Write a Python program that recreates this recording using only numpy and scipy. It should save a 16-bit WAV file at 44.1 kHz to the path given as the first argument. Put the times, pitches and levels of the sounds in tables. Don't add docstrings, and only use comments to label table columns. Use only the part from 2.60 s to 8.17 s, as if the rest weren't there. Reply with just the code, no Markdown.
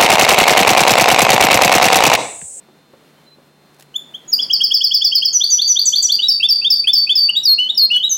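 import sys
import numpy as np
from scipy import signal
from scipy.fft import rfft, irfft, next_fast_len
from scipy.io import wavfile
from scipy.ndimage import uniform_filter1d, minimum_filter1d, map_coordinates

SR = 44100
rng = np.random.default_rng(int(sys.argv[2]) if len(sys.argv) > 2 else 0)


def gain_from_decibels(decibels):
    exponent = np.asarray(decibels, float) / 20
    return 10 ** exponent


def persist_wave(psi):
    counts = np.round(np.clip(psi, -1, 1) * 32767).astype(np.int16)
    wavfile.write(sys.argv[1], SR, np.atleast_2d(counts).T)


N = 245637


def along(points, hz):
    f, value = np.transpose(points)
    return np.interp(np.log(hz + 1), np.log(f + 1), value)


def wobble(rate, count=N):
    knots = rng.standard_normal(int(count * rate / SR) + 4)
    return map_coordinates(knots, [np.arange(count) * rate / SR])


def filtered(x, response):
    m = next_fast_len(len(x) + 8192)
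    return irfft(rfft(x, m) * response(np.fft.rfftfreq(m, 1 / SR)), m)[:len(x)]


# [f/Hz, level/dB]
AIR_SPECTRUM = [(15, -66), (30, -17.5), (114, -13.5), (206, -.5), (1070, -11.5), (4250, -20.5), (5730, -25),
                (14800, -30.5)]
# [f/Hz, level/dB]
WHINES = [(3591, -75.5), (4043, -84), (4183, -76.5)]
# [t/s, level/dB]
AIR_SWELL = [
    (0, -1),
    (1.3, -1.3),
    (1.8, 4.5),
    (2.4, -2.5),
    (3.4, -1.5),
    (5.57, 1.5),
]


def background():
    t = np.arange(N) / SR
    air = filtered(rng.standard_normal(N), lambda hz: gain_from_decibels(along(AIR_SPECTRUM, hz)))
    air = air / np.std(filtered(air, lambda hz: (hz > 200) & (hz < 900)))
    swell_db = np.interp(t, *np.transpose(AIR_SWELL)) + 1.0 * wobble(21) + 0.83 * wobble(4.24)
    air = air * gain_from_decibels(-54 + swell_db)

    hum_hz, hum_db = 147.4, -57 + 1.2 * wobble(1.7) + 1.6 * wobble(6.1)
    hum = gain_from_decibels(hum_db) * np.sin(2 * np.pi * hum_hz * t + 1.3 * wobble(8))

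    whines = np.zeros(N)
    for hz, db in WHINES:
        whine_amp = gain_from_decibels(db + 9.5 + 2.0 * wobble(3.7))
        whines += whine_amp * np.sin(2 * np.pi * hz * t + 0.9 * wobble(26))
    return air + hum + whines


# [t/s, peak level/dB, f/Hz]
LANDINGS = [
    (0.084, -35.5, 369),
    (0.334, -33, 524),
    (0.784, -36.5, 553),
    (1.191, -39, 770),
]
# [t/s, peak level/dB]
CLAW_TICKS = [
    (1.1375, -59.5),
    (1.1444, -50.5),
    (1.1654, -57.5),
    (1.1864, -53),
    (1.1943, -54.5),
    (1.1974, -43),
    (1.2077, -42),
    (1.2244, -40.5),
]


def cage():
    out = np.zeros(N)
    t = np.arange(SR // 10) / SR
    for start, db, hz in LANDINGS:
        thud = filtered(rng.standard_normal(len(t)), lambda f: f / (f + 300) / (1 + (f / 700) ** 2.7))
        knock = 0.4 * np.sin(2 * np.pi * hz * t) + 4.4 * thud
        attack = -np.expm1(-t / 0.001)
        out[round(start * SR):][:len(t)] += gain_from_decibels(db - 60 * t / 0.093) * attack * knock
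    for start, db in CLAW_TICKS:
        burst = rng.standard_normal(len(t)) * gain_from_decibels(-60 * t / 0.029)
        tick = filtered(burst, lambda f: f / (f + 900) / (1 + f / 5000))
        out[round(start * SR):][:len(t)] += gain_from_decibels(db + 12.0) * tick
    return out


# [f/Hz, level/dB]
OVERTONE_SHAPE = [(5000, -32), (6500, -35.5), (8000, -38), (9500, -38.5), (11500, -43.5), (13500, -32), (15200, -29)]
# [multiple of the pitch, level/dB]
ORDERS = [
    (2, 4),
    (3, -2),
    (4, -11.5),
    (5, -10.5),
]


def whistle(last_hz, glide, breath, overtone_db, flutter_db):
    length, semitones, haste, turn = glide
    onset_db, rise, let_go, sag_db, end_db = breath
    t = np.arange(SR // 5) / SR
    u = np.clip(t / length, 0, 1)

    haste = max(haste, 1e-2)
    first_hz = last_hz * 2 ** (semitones / 12)
    if semitones < 0:
        knee = 4.96
        done = haste * u / (1 + (haste * u) ** knee) ** (1 / knee)
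    else:
        done = -np.expm1(-haste * u)
    hz = first_hz + (last_hz - first_hz) * done / done[-1]
    hz = hz * 2 ** (turn * u ** 3 / 12)
    jitter = 1 + 0.0012 * wobble(131, count=len(t))
    phase = 2 * np.pi * np.cumsum(hz * jitter) / SR

    stages = np.sort(np.clip([0, rise, let_go, 1], 0, 1))
    effort_db = np.interp(u, stages, [onset_db, 0, sag_db, end_db])
    effort_db = effort_db + min(flutter_db, np.sqrt(2)) * wobble(89.4, count=len(t))

    tone = np.sin(phase)
    for k, order_db in ORDERS:
        pressed_db = 0.2 * effort_db + 4.8 * wobble(220, count=len(t))
        level_db = along(OVERTONE_SHAPE, k * hz) + order_db + overtone_db + pressed_db
        tone += gain_from_decibels(level_db) * (k * hz < SR / 2) * np.sin(k * phase)
    tone += gain_from_decibels(-52 + effort_db) * np.diff(rng.standard_normal(len(t) + 1))

    fade = 0.003
    edges = np.clip(np.minimum(t, length + fade - t) / fade, 0, 1)
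    return tone * np.sin(np.pi / 2 * edges) ** 2 * uniform_filter1d(gain_from_decibels(effort_db), size=96)


# [t/s, last pitch f/Hz, peak level/dB]
INTRO = [
    (1.341, 3568, -18),
    (1.537, 3527, -21.5),
]
PEEP = [
    (1.677, 6610, -24.5),
]
TRILL_START = [
    (1.716, 4560, -8),
    (1.815, 4494, -6.5),
]
TRILL_DOWN = [(1.924, 4356, -2.4), (2.03, 4360, -2.6), (2.134, 4360, -0.91), (2.233, 4332, -1.9),
              (2.335, 4350, -0.26), (2.439, 4343, 0.43), (2.545, 4265, 0), (2.646, 4312, -0.65)]
TRILL_UP = [(1.786, 3505, -11), (1.897, 3417, -7.5), (2.001, 3405, -7.5), (2.105, 3463, -8.5),
            (2.205, 3503, -11), (2.307, 3518, -9.5), (2.41, 3565, -9), (2.515, 3340, -11),
            (2.617, 3374, -9.5)]
SWEEPS = [(2.802, 3636, -6.5), (2.981, 3620, -8), (3.155, 3660, -6.5), (3.324, 3604, -7), (3.487, 3590, -8),
          (5.086, 3850, -6.5)]
CHIPS = [
    (3.586, 3086, -13),
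    (4.686, 3004, -5.5),
]
PIPS = [
    (3.799, 2803, -15),
    (4.014, 2760, -16.5),
    (4.24, 2703, -17),
    (4.466, 2660, -19),
]
CURLS = [
    (4.832, 5750, -15),
    (5.146, 5636, -18),
]
HIGH_FALLS = [
    (2.728, 5846, -5),
    (2.901, 5866, -3.5),
    (3.075, 5877, -4.5),
]
STEEP_FALLS = [
    (3.253, 5910, -1.8),
    (3.423, 5820, -3.3),
]
LAST_FALL = [
    (5.493, 6027, -5),
]
BLIPS = [
    (3.682, 5187, 0.5),
    (3.885, 5204, -4),
    (4.1, 5118, -2),
    (4.33, 5126, -4),
    (4.552, 5026, -3),
]
HOLDS = [(3.697, 4579, -9), (3.901, 4588, -6), (4.116, 4588, -6), (4.349, 4555, -6.5), (4.57, 4578, -6.5)]
SLIDES = [
    (4.871, 4254, -0.84),
    (5.193, 4238, -2.5),
]
LONG_HOOKS = [
    (2.833, 4653, -5.5),
    (3.012, 4630, -6),
]
HOOKS = [
    (3.186, 4690, -1.5),
    (3.353, 4647, -1),
    (3.515, 4724, -1),
]
SCOOPS = [(3.827, 3576, -6.5), (4.044, 3635, -8), (4.27, 3560, -5.5), (4.492, 3542, -6.5)]
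STEPS = [
    (3.618, 3873, -6.5),
    (4.75, 3838, -6.5),
    (5.425, 3874, -6.5),
]
LOW_HOLD = [
    (4.979, 2988, -7.5),
]
LONG_HOLD = [
    (5.299, 2942, -5.5),
]
SECOND_VOICE = [
    (5.33, 3180, -22.5),
]
FAR = [
    (0.558, 3080, -59),
    (.66, 4030, -48),
]
ALL_KINDS = [INTRO, PEEP, TRILL_START, TRILL_DOWN, TRILL_UP, SWEEPS, CHIPS, PIPS, CURLS, HIGH_FALLS,
             STEEP_FALLS, LAST_FALL, BLIPS, DROPS := [(4.848, 4613, 0), (5.171, 4620, 1)], HOLDS, SLIDES, LONG_HOOKS, HOOKS,
             SCOOPS, STEPS, LOW_HOLD, LONG_HOLD, SECOND_VOICE, FAR]
# [length/s, first pitch over the last/semitones, haste, turn at the end/semitones]
GLIDES = [(.031, -3.5, 1.22, 0.03), (.034, 0.7, 0.78, 0.2), (.035, 5, 1.5, -0), (0.043, 6, 2.4, 0.5),
          (.027, -4, 1.59, -.7), (.023, -3.5, .8, 0.03), (.02, -2.5, 1.27, -.2), (0.0266, -1.88, 1.7, -0.2),
          (0.023, -0.7, 1.4, -.4), (.05, 3, 3.8, 0.03), (.039, 6.5, 4.6, .1), (0.084, 2, 5, -0.038),
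          (0.016, 0.89, 0.62, 0.21), (0.02, 3.5, 1.5, 0.5), (.078, 2.2, 13, 0.06), (0.064, 1.38, 3.8, 0.06),
          (.071, -3.5, 5.6, .02), (.041, -3.5, 3.4, .02), (.038, -3, 1.65, -0.12), (.055, -3.5, 2.9, .02),
          (0.1, -2, 5.2, 0.287), (0.1304, -2.5, 6.5, 0.55), (0.16, 1.8, 4, -0.19), (0.102, 0.2, .9, .05)]
# [onset level/dB, share spent rising, share at which it lets go,
# sag until then/dB, end level/dB]
BREATHS = [(-15, 0.43, 0.79, -4.2, -15.5), (-13, 0.49, 0.59, -10, -13), (-30, 0.48, 0.68, -3.2, -16),
           (-30, 0.28, 0.7, -12.5, -8.5), (-17.5, 0.41, 0.67, 0.8, -15), (-18.5, 0.68, 0.94, -0.7, -9.5),
           (-21, 0.4, 0.96, -1, -26), (-14, 0.48, 0.5, -12, -11), (-11, 0.47, 0.72, -13.5, -11.5),
           (-14, 0.65, 0.95, 1.2, -22.5), (-12.5, 1, 0.98, 3.5, -21.5), (-13.5, 0.45, 0.46, -11.5, -24),
           (-13.5, 0.41, 0.56, -1.5, -3), (-22, 0.56, 0.63, -9, -10.5), (-7, 0.067, 0.81, -6, -9),
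           (-6.5, 0.64, 0.48, -2, -6.5), (-29.5, 0.12, 0.38, -14, -5), (-27.5, .23, 0.51, -18.5, -7),
           (-13, 0.12, 0.94, -0.5, -5.5), (-16, 0.35, 0.94, -13.5, -4.5), (-20, 0.11, 0.41, -5.5, -8.5),
           (-27, 0.11, 0.27, -3.5, -14), (-8, 0.33, 0.36, -3.5, -14), (-11, 0.24, 0.4, -9, -28)]
# [overtone level/dB, flutter/dB, share sent to the walls/dB]
VOICES = [(9, -7, -11.5), (0, -2.5, -4.5), (-0.5, -7.1, -11.5), (-3.1, 12.8, -9.5), (1.5, 1.5, -11.5),
          (-0.5, -0.55, -10), (-12.5, -3.4, -13), (2.5, -4.6, -8.5), (16, -4.5, -8), (1.2, .9, -8),
          (-1.7, 2, -9.5), (1, 3.8, -3.5), (3.5, -2.6, -13.5), (-0.5, 7.3, -12.5), (-7.5, 11.5, -4),
          (-17.5, -2.5, -12), (0.1, 20, -9), (-3.2, 2, -7), (-6.5, .26, -14), (0, 1, -9.5), (-4, -0.4, -11),
          (-4, -2.8, -11.5), (1, -9.5, -11), (-12, 3, 1.2)]


def song():
    out = np.zeros((2, N + SR))
    for notes, glide, breath, voice in zip(ALL_KINDS, GLIDES, BREATHS, VOICES):
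        overtone_db, flutter_db, walls_db = voice
        for start, last_hz, db in notes:
            note = whistle(last_hz, glide, breath, overtone_db, flutter_db)
            out[:, round(start * SR):][:, :len(note)] += gain_from_decibels([[db], [db + walls_db]]) * note
    return out[:, :N]


# [f/Hz, T60/s]
WALLS = [(500, 0.076), (3300, 0.35), (5000, 0.4), (8000, 0.32), (14000, 0.16)]
# [f/Hz, level/dB]
WALL_COLOUR = [(2500, -1.5), (3500, 1), (4600, .1), (6000, -1), (9000, 6), (14000, 12)]


def room(x):
    hz, t, z = signal.stft(rng.standard_normal(SR * 3 // 4), SR, nperseg=256)
    decay = gain_from_decibels(-60 * t / along(WALLS, hz)[:, None])
    tail = signal.istft(z * decay, SR, nperseg=256)[1]
    tail = tail * -np.expm1(-np.arange(len(tail)) / SR / 0.0043)
    answer = signal.fftconvolve(x, tail / np.linalg.norm(tail))[:N]
    return filtered(answer, lambda f: gain_from_decibels(along(WALL_COLOUR, f)))


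def scene():
    backdrop = background()
    feet = cage()
    straight, sent = song()
    return (straight + feet + room(sent + gain_from_decibels(-21.0) * feet) + backdrop)[None]


def limited(x, ceiling):
    needed = np.minimum(1, ceiling / (np.abs(x) + 1e-9))
    gain = uniform_filter1d(minimum_filter1d(needed, size=64), size=40)
    return x * np.pad(gain, (44, 0), "edge")[:N]


def overloaded(x):
    top, lopsided, hardness = 0.48, 0.012, 13.2
    ceiling = top + lopsided * (x < 0)
    return x / (1 + np.abs(x / ceiling) ** hardness) ** (1 / hardness)


def band_limit(x):
    return signal.sosfilt(signal.butter(12, 16230, fs=SR, output="sos"), x)


def record(dry):
    clipped = overloaded(limited(dry[0], ceiling=0.72))
    padded = np.pad(clipped, (0, 512), "reflect")
    band = filtered(padded, lambda hz: hz ** 2 / (hz ** 2 + 30 ** 2) * (hz < 15830))
    return band_limit(band[None, :N])


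dry = scene()
out = record(dry)
persist_wave(out)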